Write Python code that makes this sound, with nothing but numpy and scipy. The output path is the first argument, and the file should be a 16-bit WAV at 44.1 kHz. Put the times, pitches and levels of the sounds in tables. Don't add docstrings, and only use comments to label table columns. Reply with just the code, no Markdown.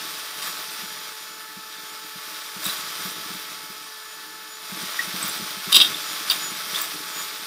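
import sys
import numpy as np
from scipy import signal
from scipy.fft import rfft, irfft
from scipy.io import wavfile
from scipy.ndimage import uniform_filter1d

SR = 44100
rng = np.random.default_rng(int(sys.argv[2]) if len(sys.argv) > 2 else 0)


def wrap_up_sound(samples):
    columns = np.atleast_2d(samples).T
    tamed = np.clip(columns, -1, 1)
    steps = np.round(tamed * 32767).astype(np.int16)
    wavfile.write(sys.argv[1], SR, steps)


N = 328986
T = np.arange(N) / SR
TOP_HZ = 15700

SHAFT_HZ, SAG_HZ_PER_DB, SAG_HZ_PER_S = 435.5, .22, .28
COMMUTATOR_BARS = 16
BEATER_GEAR = 24
GULP_HZ, GULP_SPREAD = 188, .04

# [multiple of the shaft rate, rms level/dB at zero load, growth/(dB per dB of load), waver/dB]
MOTOR_HARMONICS = [(1.001, -58, 0, 1), (2.001, -52, 0.3, 1.3), (2.998, -51.5, 0.24, 3),
                   (4.01, -55, -0.5, 3), (5.014, -56.5, 0.86, 3.5), (5.99, -62.5, 0, 2.5),
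                   (12, -71, 1, 2.5), (17, -71, 3, 2.5), (24, -68, 0, 1), (32, -67, -1, 2)]
# [f/Hz, level/dB]
FAN_SPECTRUM = [(35, -67), (60, -30), (385, -7.5), (433, -17.5), (497, -12), (627, -26), (773, -10.5),
                (869, -10), (976, -12), (1320, 4.5), (2050, -9.5), (5080, -0.5), (7370, -16),
                (12600, -10.5), (15500, -20)]
# [f/Hz, level/dB]
CHURN_SPECTRUM = [(250, -29), (400, -11), (520, -15.5), (620, -4.5), (780, -12), (980, -7), (1130, 1),
                  (1550, -1.5), (1850, -3.5), (2100, -11.5), (2600, -7.5), (3500, -37)]
# [f/Hz, level/dB]
SPATTER_SPECTRUM = [(1200, -15), (2100, -5.5), (2900, -7), (3200, -2.5), (3700, -0.5), (4350, -6),
                    (4900, -1.5), (5250, -5), (5800, -4), (6400, -11), (7200, -33), (9000, -24)]
# [f/Hz, level/dB]
SPRAY_SPECTRUM = [(5500, -26), (6800, 0.5), (7400, -1.5), (8200, -0.5), (9250, 4), (9900, -1), (10400, 1.5),
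                  (11600, -2), (12500, 2), (13200, 2.5), (13900, 0.5), (15600, -1)]
# [f/Hz, level/dB]
SWILL_SPECTRUM = [(25, -34), (65, -37), (90, -8.5), (125, -9), (180, 5), (225, -1.5), (260, -4), (320, 6),
                  (400, -2.5), (600, -12)]
# [t/s, load level/dB]
BEATER_LOAD = [(0, 3.5), (0.27, 1.5), (0.72, 2.5), (1.15, -1.5), (1.55, -5), (1.95, -1.5), (2.13, -2.5),
               (2.35, 1), (2.52, -1.0), (2.7, 4.0), (3.3, 1.5), (3.95, -4.5), (4.52, -5.5), (4.8, 3.5),
               (5.25, 4.5), (5.6, 2.5), (5.95, 5.5), (7.46, 1.0)]
# [t/s at the peak, half length/s, rise in level/dB]
WHINE_FLARES = [(.49, 0.065, 8), (.94, 0.11, 5), (4.54, .05, 9.5), (6.1, .05, 8), (6.45, 0.06, 17),
                (7.18, 0.069, 19)]
# [t/s at the peak, half length/s, rise in level/dB]
WALL_GRAZES = [(.46, 0.058, 6), (2.67, 0.07, 6.5), (3.05, .05, 3.5), (5.26, 0.093, 3.5), (5.77, 0.076, 7.5),
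               (6.32, 0.059, 4.5), (6.79, 0.077, 7), (7.19, .06, 4.5)]
# [t/s, peak level/dB]
AIR_POCKETS = [(.678, -44), (.784, -42), (.828, -41), (1.564, -38.5), (2.152, -38), (2.56, -34),
               (2.659, -31.5), (3.05, -31.5), (3.299, -38), (3.342, -36.5), (3.695, -40), (4.718, -35),
               (4.826, -34), (5.07, -35), (5.135, -29), (5.236, -32), (5.392, -33), (5.417, -33),
               (5.566, -38), (5.67, -30), (6.513, -34)]
# [t/s, level/dB, brightness/(dB per octave)]
BEATER_KNOCKS = [(0.423, -28.5, 3), (2.642, -28, 13), (2.664, -25, 16), (2.687, -30, 2), (5.721, -21, -1),
                 (5.7264, -10.5, 2), (5.7445, -8.5, -2), (5.752, -9.5, -1.5), (5.756, -11.5, 5.5),
                 (5.763, -6, -2.5), (5.768, -10, 2), (5.801, -9.5, -12), (5.806, -13.5, -13),
                 (5.813, -9, -5.5), (5.82, -23, 10), (5.845, -20, -8), (5.855, -27, -7), (6.301, -19, -2),
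                 (6.309, -17.5, -2), (6.3175, -21.5, 2)]
# [f/Hz, width/Hz, level/dB]
BOWL_MODES = [(192, 230, -27.5), (640, 190, -24.5), (1123, 170, -11.5), (1530, 640, -20), (2160, 320, -18),
              (2800, 280, -3), (3063, 170, 1), (3278, 140, 2.5), (3690, 220, 6), (3867, 146, 4.5),
              (4820, 330, -2.5), (5380, 180, -11), (5740, 210, -9), (7000, 290, -17), (7900, 490, -10.5),
              (8880, 260, -12.5), (10380, 970, -11.5), (10850, 450, -13.5), (11850, 970, -20),
              (14300, 540, -14), (15200, 600, -27)]
# [t/s, peak level/dB, f/Hz, length/s]
WIRE_SLIPS = [(2.653, -18.5, 7900, 0.0036), (2.654, -20, 3820, 0.006), (2.663, -23, 3780, 0.0051),
              (2.695, -21, 3970, 0.013), (5.227, -16.5, 8080, 0.0048), (5.278, -22, 14900, .006),
              (5.292, -26, 7600, .008), (5.292, -24, 9750, .006), (5.753, -16, 14200, 0.0064),
              (5.944, -18.5, 3560, 0.0056), (6.299, -7, 4700, 0.0052), (6.31, -17, 15000, .006),
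              (6.746, -20, 3400, 0.0066), (6.757, -16, 3570, 0.0077), (6.814, -23, 7640, .006),
              (6.814, -16, 15300, .006)]
# [t/s, peak level/dB, f/Hz, length/s]
CUP_SKID = [(4.991, -13, 1883, 0.0096)]


def motor(turns, load):
    turns = turns + 0.0085 * walk(12)
    hum = 0
    for multiple, db, per_load, waver_db in MOTOR_HARMONICS:
        level = db + per_load * load + waver_db * np.minimum(walk(10), 1)
        phase = 2 * np.pi * (multiple * turns + rng.random())
        hum = hum + undb(level) * np.sin(phase)
    return np.sqrt(2) * hum


def whine(turns, load, db=-55, per_load=0.38, waver_db=2.5):
    level = db + per_load * load + swells(WHINE_FLARES) + waver_db * walk(16)
    jittered = turns + 0.0085 * walk(12)
    return np.sqrt(2) * undb(level) * np.sin(2 * np.pi * COMMUTATOR_BARS * jittered)


def fan(turns, db=-45, depth=0.35):
    pulse = 1 + depth * np.sin(2 * np.pi * turns)
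    return undb(db) * colour(rng.standard_normal(N) * pulse, FAN_SPECTRUM)


def foam(turns, load, graze, surge_db=0.7, lap_db=0.2, blade_db=0.2):
    angle = 2 * np.pi * turns / BEATER_GEAR + 2 * walk(5)
    stroke = undb(lap_db * np.sin(angle) + blade_db * np.sin(4 * angle) + surge_db * walk(45))
    spatter = colour(stroke * droplets(9000, 1.4), SPATTER_SPECTRUM)
    spray = colour(stroke * droplets(16000, 2.7), SPRAY_SPECTRUM)
    churn = colour(stroke * droplets(4000, 1.64), CHURN_SPECTRUM)
    out = driven(load, graze, db=-38.5, per_load=1.14, per_graze=0.48) * spatter
    out += driven(load, graze, db=-43.0, per_load=1.0, per_graze=0.91) * spray
    out += driven(load, graze, db=-43.0, per_load=1.0, per_graze=0.88) * churn
    return out


def slosh(load, graze, lurch_db=2.5):
    gain = driven(load, graze, db=-55.5, per_load=1.5, per_graze=0.8)
    return gain * undb(lurch_db * walk(9)) * colour(droplets(300, 4.0), SWILL_SPECTRUM)


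def fizz(spray_gain, count=900, low_hz=7500, high_hz=15500, life_s=0.0076, spread_db=3.0):
    out, t = np.zeros(N), T[:SR // 20]
    ring = t / life_s * np.exp(1 - t / life_s)
    for when, size, strength, glide in rng.random((count, 4)):
        i = int(when * N)
        hz = low_hz + size * (high_hz - low_hz)
        tone = np.sin(2 * np.pi * hz * t * (1 + (glide - .5) * t / 2))
        level = spread_db * (min(-np.log(strength), 3) - 2)
        add(out, T[i], spray_gain[i] * undb(level) * ring * tone)
    return out


def gulps(rise_s=0.0084, sharpness=4.8, gain_db=-1.0, wake_db=-8, wake_s=0.022):
    out, wake, t = np.zeros(N), np.zeros(N), T[:SR // 8]
    swell = (t / rise_s * np.exp(1 - t / rise_s)) ** sharpness
    tumble = np.minimum(t / rise_s, 1) * np.exp(-t / wake_s)
    for s, db in AIR_POCKETS:
        hz = GULP_HZ * (1 + GULP_SPREAD * rng.standard_normal())
        add(out, s, undb(db + gain_db) * swell * np.sin(2 * np.pi * hz * (t - rise_s)))
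        add(wake, s, undb(db + wake_db) * tumble)
    return out + wake * colour(rng.standard_normal(N), SWILL_SPECTRUM)


def knocks(chatter_s=0.0041, bounce_s=0.0008):
    out, t = np.zeros(N), T[:4096]
    f = np.maximum(np.fft.rfftfreq(len(t), 1 / SR), 1)
    body = sum(undb(db) / (1 + 1j * (f * f - hz * hz) / (f * width)) ** 2 for hz, width, db in BOWL_MODES)
    octaves = np.log2(np.maximum(f / 3500, 1))
    for s, db, tilt_db in BEATER_KNOCKS:
        strength = rng.uniform(-1.0, 1, len(t))
        bounces = rng.random(len(t)) < 1 / (bounce_s * SR)
        push = strength * bounces * np.exp(-t / chatter_s)
        push[0] = 1
        ring = irfft(rfft(push) * body * undb(tilt_db * octaves))
        add(out, s, undb(db) * ring / np.std(ring[:SR // 200]))
    return out


def squeaks(table, octave_db, gain_db):
    out, t = np.zeros(N), T[:SR // 40]
    for s, db, hz, length in table:
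        swell = np.clip(t / (.18 * length), 0, 1) * np.exp(-(t / length) ** 4)
        pitch = hz * (1 + .018 * unit(uniform_filter1d(rng.standard_normal(len(t)), size=16)))
        phase = 2 * np.pi * np.cumsum(pitch) / SR
        octave = (2 * hz < TOP_HZ) * undb(octave_db) * np.sin(2 * phase)
        add(out, s, undb(db + gain_db) * swell * (np.sin(phase) + octave))
    return out


def kitchen(x, t60, wet_db):
    t = T[:SR // 2]
    tail = rng.standard_normal(len(t)) * np.exp(-np.log(1000) * t / t60) * (t > .004)
    wet = signal.fftconvolve(x, tail / np.sqrt(np.sum(tail ** 2)))[:N]
    return (x + undb(wet_db) * wet) / np.hypot(1, undb(wet_db))


def driven(load, graze, db, per_load, per_graze):
    return undb(db + per_load * load + per_graze * graze)


def droplets(rate, spread_db):
    hit = rng.random(N) < rate / SR
    size_db = spread_db * np.clip(rng.standard_normal(N), -2, 2)
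    return unit(hit * rng.standard_normal(N) * undb(size_db))


def colour(x, points):
    hz, db = np.transpose(points)
    f = np.maximum(np.fft.rfftfreq(N, 1 / SR), 1)
    gain = undb(np.interp(np.log(f), np.log(hz), db, left=-70, right=-70))
    return unit(irfft(rfft(x) * gain, N))


def walk(rate):
    k = int(SR / rate)
    held = np.repeat(rng.standard_normal(N // k + 1), k)
    return unit(uniform_filter1d(uniform_filter1d(held, k), k)[:N])


def swells(table):
    return sum(db * np.exp(-((T - s) / length) ** 2) for s, length, db in table)


def curves(table):
    s, *columns = np.transpose(table)
    return [np.interp(T, s, c) for c in columns]


def add(out, s, sound):
    i = int(s * SR)
    out[i:i + len(sound)] += sound[:N - i]


def unit(x):
    return x / np.sqrt(np.mean(x ** 2))


def undb(db):
    return 10 ** (np.asarray(db) / 20)


def scene():
    load, graze = curves(BEATER_LOAD)[0], swells(WALL_GRAZES)
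    shaft_hz = SHAFT_HZ - SAG_HZ_PER_DB * load - SAG_HZ_PER_S * T
    turns = np.cumsum(shaft_hz) / SR
    bubbles = fizz(driven(load, graze, db=-47.0, per_load=0.9, per_graze=1.0))
    whipping = foam(turns, load, graze) + slosh(load, graze) + bubbles
    mixer = motor(turns, load) + whine(turns, load)
    mixer = mixer + kitchen(fan(turns) + whipping, t60=0.39, wet_db=-6)
    slips = squeaks(WIRE_SLIPS, octave_db=-24, gain_db=-1.5) + squeaks(CUP_SKID, octave_db=-28, gain_db=-1)
    rattle = kitchen(knocks(), t60=0.19, wet_db=-6.0)
    contacts = rattle + kitchen(gulps() + slips, t60=0.14, wet_db=-7.5)
    return np.tile(mixer + contacts, (2, 1))


def record(dry):
    low_pass = signal.ellip(10, .1, 70, TOP_HZ, fs=SR, output="sos")
    return signal.sosfilt(low_pass, np.clip(dry, -1, 1))


dry = scene()
out = record(dry)
wrap_up_sound(out)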